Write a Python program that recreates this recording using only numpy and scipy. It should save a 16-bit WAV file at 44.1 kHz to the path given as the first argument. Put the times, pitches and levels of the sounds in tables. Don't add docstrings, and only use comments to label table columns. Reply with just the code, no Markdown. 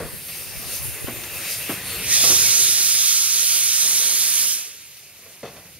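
import sys
import numpy as np
from scipy import signal
from scipy.fft import rfft, irfft, next_fast_len
from scipy.io import wavfile
from scipy.ndimage import uniform_filter1d

SR = 44100
rng = np.random.default_rng(int(sys.argv[2]) if len(sys.argv) > 2 else 0)


def generate_wav(sig):
    pcm = np.round(np.clip(np.atleast_2d(sig).T, -1, 1) * 32767).astype(np.int16)
    wavfile.write(sys.argv[1], SR, pcm)


def level_to_linear(level):
    exponent = np.asarray(level, float) / 20
    return 10 ** exponent


N = 255339
SIZE = next_fast_len(N, real=True)
T = np.arange(N) / SR
HZ = np.fft.rfftfreq(SIZE, 1 / SR) + 1e-3


def curve(table):
    time_s, *columns = np.transpose(table)
    return [np.interp(T, time_s, column) for column in columns]


def fade(table, edge_s=0.04):
    from_start = T - table[0][0] + edge_s
    to_end = table[-1][0] + edge_s - T
    return np.clip(np.minimum(from_start, to_end) / edge_s, 0, 1)


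def over_hz(table):
    hz, *columns = np.transpose(table)
    return [np.interp(np.log(HZ), np.log(hz), c, left=c[0], right=c[-1]) for c in columns]


def heard(spectrum):
    return irfft(spectrum, SIZE)[..., :N]


def walk(rate_hz):
    hold = int(SR / rate_hz)
    steps = np.repeat(rng.standard_normal(N // hold + 1), hold)
    return uniform_filter1d(steps, hold)[:N]


def swells(events, drop_s=None):
    power = 0
    for peak_s, db, rise_s in events:
        side_s = np.where(T < peak_s, rise_s, drop_s or rise_s)
        power = power + level_to_linear(2 * db) * np.exp(-((T - peak_s) / side_s) ** 2)
    return power


def ports(near, other, direction):
    pan_db, lag_rad, like = over_hz(direction)
    like = np.clip(like, 0, 1)
    left = near * level_to_linear(pan_db / 2) * np.exp(-1j * lag_rad)
    right = (like * near + np.sqrt(1 - like ** 2) * other) * level_to_linear(-pan_db / 2)
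    return np.array([left, right])


def turbulence(colour, direction, surge_db, streak_db, flicker_db, rate_hz, tilt_db=0, core_db=0,
               per_octave=2, tones=()):
    near, other = rfft(rng.standard_normal((2, SIZE)))
    [shape_db] = over_hz(colour)
    for hz, width_hz, db in tones:
        shape_db = shape_db + db / (1 + (2 * (HZ - hz) / width_hz) ** 2)
    both = ports(near, other, direction) * level_to_linear(shape_db)
    surge = surge_db * walk(rate_hz)
    octave = np.log2(HZ / 5000)
    first, last = np.log2(np.array([colour[0][0], colour[-1][0]]) / 5000)
    out = 0
    for centre in np.arange(first, last + 1 / per_octave, 1 / per_octave):
        share = np.clip(1 - np.abs(octave - centre) * per_octave, 0, 1)
        band = heard((both * share).astype(np.complex64))
        own_db = streak_db * walk(rate_hz / 5) + flicker_db * walk(2 * rate_hz)
        lift_db = tilt_db * centre + core_db * np.exp(-(centre / 0.72) ** 2)
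        out = out + band * level_to_linear(surge + own_db + lift_db)
    return out / np.sqrt(np.mean(out.mean(axis=0) ** 2))


def streaks(events, direction, width_share=0.021):
    out = np.zeros((2, SIZE))
    for peak_s, hz, db, length_s in events:
        at = np.arange(int((peak_s - 2 * length_s) * SR), int((peak_s + 2 * length_s) * SR))
        resonance = signal.iirpeak(hz, 1 / width_share, SR)
        band = signal.lfilter(*resonance, rng.standard_normal((2, len(at))))
        bell = np.exp(-((at / SR - peak_s) / length_s) ** 2)
        out[:, at] += level_to_linear(db) * bell * band / np.std(band)
    return heard(ports(*rfft(out), direction))


def strike(events, modes, late_cycles, knock_db, tail_ms, tail_db):
    contact_hz = 700
    low_cut_hz = 96
    out = np.zeros(N + SR)
    ms = np.arange(SR // 3) * 1000 / SR
    for start_s, peak_db, length_ms, bright_db in events:
        pushes = rng.standard_normal((len(modes), len(ms)))
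        blow = 0
        for push, (hz, db, t60_s) in zip(pushes, modes):
            pole = np.exp(2j * np.pi * hz / SR - np.log(1000) / (t60_s * SR))
            gain = level_to_linear(db + bright_db * np.log2(hz / 500))
            swell = np.minimum(ms * hz / 1000 / late_cycles, 1)
            tail = level_to_linear(tail_db) * np.exp(-ms / tail_ms * (hz / 500) ** 0.7)
            rattle = push * swell * (np.exp(-(ms / length_ms) ** 2) + tail)
            knock = level_to_linear(knock_db) / (1 + (hz / contact_hz) ** 2) * np.sqrt(length_ms * SR / 1000)
            rattle[int(late_cycles * SR / hz / 2)] += knock * np.sign(rattle[1])
            ring = signal.lfilter([1], [1, -pole], rattle).imag
            blow = blow + gain * ring / np.std(ring[ms < 2 * length_ms])
        early_power = np.mean(blow[ms < length_ms] ** 2)
        out[int(start_s * SR):][:len(ms)] += level_to_linear(peak_db) * blow / np.sqrt(2 * early_power)
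    return signal.lfilter(*signal.butter(2, low_cut_hz, "high", fs=SR), out[:N])


# (time [s], level [dB])
VALVE_FLOW = [(2.0, -46), (2.09, -28.5), (2.14, -20), (2.19, -22.5), (2.26, -20.5), (3.47, -23.5),
              (3.71, -22), (4.4, -22.5), (4.52, -25), (4.73, -44), (4.95, -56)]
# (frequency [Hz], relative density [dB per Hz])
JET_COLOUR = [(500, -74), (900, -25.5), (1340, -16.5), (1900, -14), (2300, -8), (2900, -9), (3400, -5),
              (4500, -3), (6070, 2.5), (7100, -0.5), (8300, -0.5), (9330, -2), (12100, -4), (13500, -8.5),
              (15750, -7.5)]
# (frequency [Hz], left minus right [dB], left lag [rad], likeness [0-1])
RIGHT = [(100, 1, 4, 1), (920, 2.5, -0.5, 0.98), (1710, 1, 0.72, 1), (2170, 3, 0.5, 0.69),
         (2690, 7.5, -1, 0.71), (3200, 2.5, 1, 0.97), (4170, 2, 1.32, 0.74), (6230, -3.5, 3, 0.82),
         (7300, -6, 3.0, 0.93), (8450, -5, 3.5, 0.79), (9900, -7.5, 4, 0.93), (11300, -7, 4, 0.75),
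         (13100, -6, 4.5, 0.97), (15000, 1.5, 4, .5), (15700, -1, 3.5, 0.41)]
# (peak time [s], frequency [Hz], level [dB], length [s])
VALVE_STREAKS = [(2.13, 1867, -33, 0.034), (2.14, 3880, -31, 0.037), (2.17, 4500, -37, .03),
                 (2.2, 3450, -32, 0.055), (2.28, 4500, -31, 0.048), (2.36, 3500, -33, .04),
                 (2.49, 2250, -32.5, 0.048)]


def blast():
    full_db, full_tilt_db_per_octave, dulling = -29, .5, 0.16
    core_db, core_sag_db_per_s = 2, 1.5
    extra_flicker_db, extra_s = 0.1, 0.67
    [level_db] = curve(VALVE_FLOW)
    open_s, shut_s = VALVE_FLOW[0][0], VALVE_FLOW[-1][0]
    tilt_db = full_tilt_db_per_octave + dulling * np.minimum(level_db - full_db, 0)
    sagging_db = core_db - core_sag_db_per_s * np.clip(T - open_s, 0, shut_s - open_s)
    extra_db = extra_flicker_db * np.exp(-np.maximum(T - open_s, 0) / extra_s)
    jet = turbulence(JET_COLOUR, RIGHT, surge_db=0.55, streak_db=0.76, flicker_db=1.3 + extra_db,
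                     rate_hz=15., tilt_db=tilt_db, core_db=sagging_db, per_octave=6)
    return level_to_linear(level_db) * fade(VALVE_FLOW) * jet + streaks(VALVE_STREAKS, RIGHT)


# (time [s], thin hiss [dB], lower hiss [dB], whistling draught [dB])
GLAND_LEAK = [(0.0, -41, -40, -45.5), (0.45, -37.5, -41, -43.5), (0.95, -34.5, -42, -41.5),
              (1.28, -36, -40, -40), (1.62, -32, -37, -35.5), (1.82, -38.5, -38.5, -37.5),
              (2.06, -33.5, -39, -32.5), (2.2, -59, -39, -34), (2.55, -48, -50, -38)]
# (frequency [Hz], relative density [dB per Hz])
HISS_COLOUR = [(1760, -43), (3000, -8.5), (3900, -9.5), (4500, -13), (5600, -10), (6800, -8), (7900, -8.5),
               (8700, 1.5), (9700, -1), (10300, 3.5), (11500, 3), (13000, 1.5), (15750, -4.5)]
# (frequency [Hz], relative density [dB per Hz])
PUFF_COLOUR = [(1760, -30), (3000, -8), (3900, -1), (4300, 0.5), (4800, 1.5), (5500, -2.5), (7400, 0),
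               (9000, 1), (12000, -21)]
# (frequency [Hz], relative density [dB per Hz])
DRAUGHT_COLOUR = [(1300, -25), (1800, -8.5), (2150, -3), (2400, 0), (2650, 3), (2950, -4), (3500, -10)]
# (frequency [Hz], width [Hz], level over the layer [dB])
EDGE_TONES = [(2100, 200, 2), (3880, 110, 1), (8600, 270, 1.5), (9540, 300, 4)]
# (peak time [s], puff level [dB], swell [s])
STROKES = [(0.36, -40.5, 0.041), (0.76, -35, 0.079), (1.2, -45, 0.065), (1.53, -33.5, 0.091),
           (1.94, -36.5, 0.082)]
# (peak time [s], level [dB], length [s])
SPITS = [(0.16, -39, .03), (0.3, -36, 0.041), (0.42, -36, .03), (0.59, -38, .04), (0.86, -31.5, 0.038),
         (1.37, -35.5, .04), (1.72, -32.5, 0.033)]
# (peak time [s], frequency [Hz], level [dB], length [s])
GLAND_STREAKS = [(0.7, 4300, -47, 0.064), (0.76, 6040, -44, 0.044), (1.34, 4700, -50, .05),
                 (1.47, 3850, -49, .04), (1.52, 4800, -40, 0.077), (1.93, 4400, -41, 0.097)]
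# (frequency [Hz], left minus right [dB], left lag [rad], likeness [0-1])
AHEAD = [(100, 1, -0.12, 0.99), (1500, 1, 0.13, 0.94), (1960, 1, 0.33, 0.95), (2760, 5.5, -0.17, 0.53),
         (3380, 3.5, 0.81, 0.64), (4600, 2, -0.29, 0.66), (6300, 3, -0.79, 0.2), (7700, 3.5, -0.029, 0.2),
         (8340, 3, 0.75, 0.6), (9550, -6, -0.093, 0.6), (10500, 2, 0.79, 0.85), (11000, -7, -.1, 0.56),
         (12500, 2, -.7, 0.76), (14700, 5, -.4, 0.8), (15700, 7, 0, 0.9)]


def leak():
    stroke_drop_s, stroke_hiss_db, stroke_draught_db = 0.034, 2, -8
    hiss_db, puff_db, draught_db = curve(GLAND_LEAK)
    strokes = swells(STROKES, stroke_drop_s)
    hiss = turbulence(HISS_COLOUR, AHEAD, surge_db=-0.5, streak_db=2.1, flicker_db=2.0,
                      rate_hz=14., per_octave=5, tones=EDGE_TONES)
    puff = turbulence(PUFF_COLOUR, AHEAD, surge_db=-0.1, streak_db=2.8, flicker_db=1.0,
                      rate_hz=14.3, per_octave=3, tones=EDGE_TONES)
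    draught = turbulence(DRAUGHT_COLOUR, AHEAD, surge_db=2.1, streak_db=0.7, flicker_db=2.0,
                         rate_hz=14.0, per_octave=5, tones=EDGE_TONES)
    hiss_power = level_to_linear(2 * hiss_db) + level_to_linear(2 * stroke_hiss_db) * strokes + swells(SPITS)
    puff_power = level_to_linear(2 * puff_db) + strokes
    draught_power = level_to_linear(2 * draught_db) + level_to_linear(2 * stroke_draught_db) * strokes
    steam = np.sqrt(hiss_power) * hiss + np.sqrt(puff_power) * puff + np.sqrt(draught_power) * draught
    return steam * fade(GLAND_LEAK) + streaks(GLAND_STREAKS, AHEAD)


# (time [s], level [dB], length [ms], brightness [dB per octave])
THUMPS = [(1.070, -32, 7.7, 5), (1.080, -25.5, 15, -2.5), (1.693, -23.5, 25, 0), (1.722, -32, 12, -5),
          (2.300, -27, 12, -2.5), (2.316, -25.5, 11, -2), (2.944, -44, 20, -14), (5.763, -49.5, 19, -7)]
# (frequency [Hz], level [dB], decay t60 [s])
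RAIL_MODES = [(112, 1, 0.1), (200, 5, 0.036), (272, 5.5, 0.031), (351, 6.5, 0.077), (479, 4.5, 0.027),
              (656, 6.5, 0.016), (1130, 5.5, 0.019), (1560, 6, 0.0089), (2210, 0, 0.033),
              (3100, 1.5, 0.0092)]


def thumps():
    near, other = (rfft(strike(THUMPS, RAIL_MODES, late_cycles=1.16, knock_db=-1.0, tail_ms=71, tail_db=-11),
                        SIZE) for _ in range(2))
    return heard(ports(near, other, AHEAD))


# (time [s], level [dB], rattle [ms], brightness [dB per octave])
CLANKS_AND_SPIT = [(0.001, -29, 46, -3.5), (0.283, -37.5, 27, 6), (1.234, -34, 14, 7), (2.236, -21, 19, 3),
                   (2.270, -30, 24, 1.5), (4.966, -49, 57, 11), (5.257, -45.5, 11, 1),
                   (5.430, -30.5, 23, -2), (5.452, -40, 66, 2.5), (5.563, -42.5, 36, 1.5),
                   (5.649, -53.5, 39, -6)]
# (frequency [Hz], level [dB], decay t60 [s])
ROD_MODES = [(156, -4, 0.12), (233, -10, 0.061), (320, -5.5, 0.016), (470, 5, 0.051), (534, 6, 0.028),
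             (682, 2, 0.11), (770, -4, 0.041), (1120, 0, 0.023), (1370, -1, 0.014), (2100, -2, 0.013),
             (2570, -1.5, 0.03), (3440, 0, 0.0037), (4400, -4.5, 0.0063), (5900, -6, 0.004)]


def clanks_and_spit():
    near, other = (rfft(strike(CLANKS_AND_SPIT, ROD_MODES, late_cycles=1.55, knock_db=-2.0, tail_ms=86,
                               tail_db=-8), SIZE) for _ in range(2))
    return heard(ports(near, other, AHEAD))


# (time [s], deep rumble [dB], rolling [dB])
ROLL = [(0.0, -57, -48), (0.45, -50, -44.5), (0.92, -62, -43), (1.3, -48.5, -42), (1.79, -46.5, -40),
        (2.0, -37, -40), (2.25, -45, -36.5), (2.48, -43.5, -39.5), (3.18, -60, -46.5), (3.76, -56, -43),
        (4.39, -64, -46.5), (4.79, -63, -60), (5.34, -61, -55.5), (5.79, -54, -59)]
# (frequency [Hz], relative density [dB per Hz])
RUMBLE_COLOUR = [(15, -49), (25, -9), (64, -2), (92, -0.5), (124, -1), (184, -5), (221, -26), (250, -12),
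                 (320, -55), (550, -120)]
# (frequency [Hz], relative density [dB per Hz])
ROLLING_COLOUR = [(88, -14), (150, -2), (167, -3.5), (205, -3.5), (281, -5.5), (377, -2.5), (545, -1.5),
                  (968, -8), (2000, -4.5), (2600, -29), (4400, -120)]
# (frequency [Hz], width [Hz], level over the rumble [dB])
FRAME_HUM = [(95, 21, 3)]


def wheels():
    shake_rumble_db, shake_rolling_db, shake_t60_s = -19, -20.5, 0.74
    shake_loss = 2.18
    shake_dull_db_per_octave = -2.5
    rumble_db, rolling_db = curve(ROLL)
    shake = 0
    for start_s, db, _, bright_db in CLANKS_AND_SPIT:
        decay_db = 60 * np.maximum(T - start_s, 0) / shake_t60_s
        shake = shake + (T >= start_s) * level_to_linear(2 * (db - shake_loss * bright_db - decay_db))
    shaken_share = shake / (shake + level_to_linear(2 * (rolling_db - shake_rolling_db)))
    rumble = turbulence(RUMBLE_COLOUR, AHEAD, surge_db=-1.0, streak_db=-1.0, flicker_db=2.5,
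                        rate_hz=15.0, tones=FRAME_HUM)
    rolling = turbulence(ROLLING_COLOUR, AHEAD, surge_db=-1.5, streak_db=1.0, flicker_db=3.0,
                         rate_hz=12., tilt_db=shake_dull_db_per_octave * shaken_share, per_octave=3)
    rumble_power = level_to_linear(2 * rumble_db) + level_to_linear(2 * shake_rumble_db) * shake
    rolling_power = level_to_linear(2 * rolling_db) + level_to_linear(2 * shake_rolling_db) * shake
    return np.sqrt(rumble_power) * rumble + np.sqrt(rolling_power) * rolling


# (time [s], level [dB])
SIMMER = [(4.5, -42), (4.6, -39), (4.718, -46), (4.924, -45.5), (5.79, -48.5)]
# (frequency [Hz], relative density [dB per Hz])
SIMMER_COLOUR = [(600, -35), (1010, -25), (1680, -15), (2200, -3.5), (2670, -0.5), (3320, -8.5),
                 (4500, -5.5), (6300, -5), (8500, -5.5), (11500, -4.5), (12700, -4.5), (15750, -12.5)]
# (frequency [Hz], left minus right [dB], left lag [rad], likeness [0-1])
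FAR_RIGHT = [(100, 4, 3, .9), (1600, 5, 0.5, 0.96), (2130, 5, 0.5, 0.91), (2790, 2, 1.5, 0.87),
             (3280, 6, 0.5, .55), (4400, 2.5, 1, .5), (6040, -3.5, 2.5, 0.53), (7500, -4, 2.5, 0.41),
             (9500, -2, 5, .18), (12500, -5, 4.5, .52), (15700, 2, 6, .45)]


def simmer():
    noise = turbulence(SIMMER_COLOUR, FAR_RIGHT, surge_db=0.5, streak_db=-0.2, flicker_db=1.5,
                       rate_hz=18.0, per_octave=3)
    [level_db] = curve(SIMMER)
    return level_to_linear(level_db) * fade(SIMMER) * noise


# (time [s], level [dB])
BREEZE = [(0, -48), (.3, -58.5), (.6, -45.5), (1.25, -47), (1.5, -64), (2.6, -65), (5.79, -94)]
# (frequency [Hz], relative density [dB per Hz])
BREEZE_COLOUR = [(20, -20), (40, 9), (75, 10.5), (125, 10.5), (267, -24), (425, -13), (700, -39)]
# (time [s], level [dB], length [ms], left minus right [dB])
POPS = [(0.132, -36, 9.3, 2), (0.554, -45, 4.4, 6), (0.597, -44, 8.1, -3), (0.836, -38.5, 6.6, 4),
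        (1.019, -38, 4.6, -4), (1.043, -31, 4.3, -5)]
# (frequency [Hz], relative density [dB per Hz])
POP_COLOUR = [(45, -18), (110, 12), (250, -5), (450, -1), (800, -37)]
# (frequency [Hz], left minus right [dB], left lag [rad], likeness [0-1])
OPPOSED = [(20, 2.5, np.pi, .65), (900, 2.5, np.pi, .65)]


def breeze():
    gusts = turbulence(BREEZE_COLOUR, OPPOSED, surge_db=4., streak_db=1.5, flicker_db=2.5, rate_hz=30.)
    dull = turbulence(POP_COLOUR, OPPOSED, surge_db=1.5, streak_db=1.5, flicker_db=1.5, rate_hz=25.,
                      per_octave=1)
    bursts = 0
    for start_s, db, length_ms, pan_db in POPS:
        port_db = db + np.array([[pan_db], [-pan_db]]) / 2
        bursts = bursts + level_to_linear(port_db) * np.exp(-((T - start_s) * 1000 / length_ms - 1) ** 2)
    [level_db] = curve(BREEZE)
    return level_to_linear(level_db) * fade(BREEZE) * gusts + bursts * dull


def scene():
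    return blast() + leak() + thumps() + clanks_and_spit() + wheels() + simmer() + breeze()


def top_cut(x):
    return signal.sosfilt(signal.butter(12, 16870, fs=SR, output="sos"), x)


# (frequency [Hz], gain [dB])
SIDE_DIP = [(1850, 0), (2100, -12), (2650, -12), (2900, 0)]


def record(dry):
    notch_hz, notch_width_hz, low_cut_hz, top_hz = 7864, 610, 36, 15730
    notched = signal.lfilter(*signal.iirnotch(notch_hz, notch_hz / notch_width_hz, SR), dry)
    left, right = rfft(notched, SIZE) * (HZ < top_hz) / (1 + (low_cut_hz / HZ) ** 2)
    [side_db] = over_hz(SIDE_DIP)
    mid = (left + right) / 2
    side = (left - right) / 2 * level_to_linear(side_db)
    mix = heard(np.array([mid + side, mid - side]))
    return top_cut(mix)


dry = scene()
out = record(dry)
generate_wav(out)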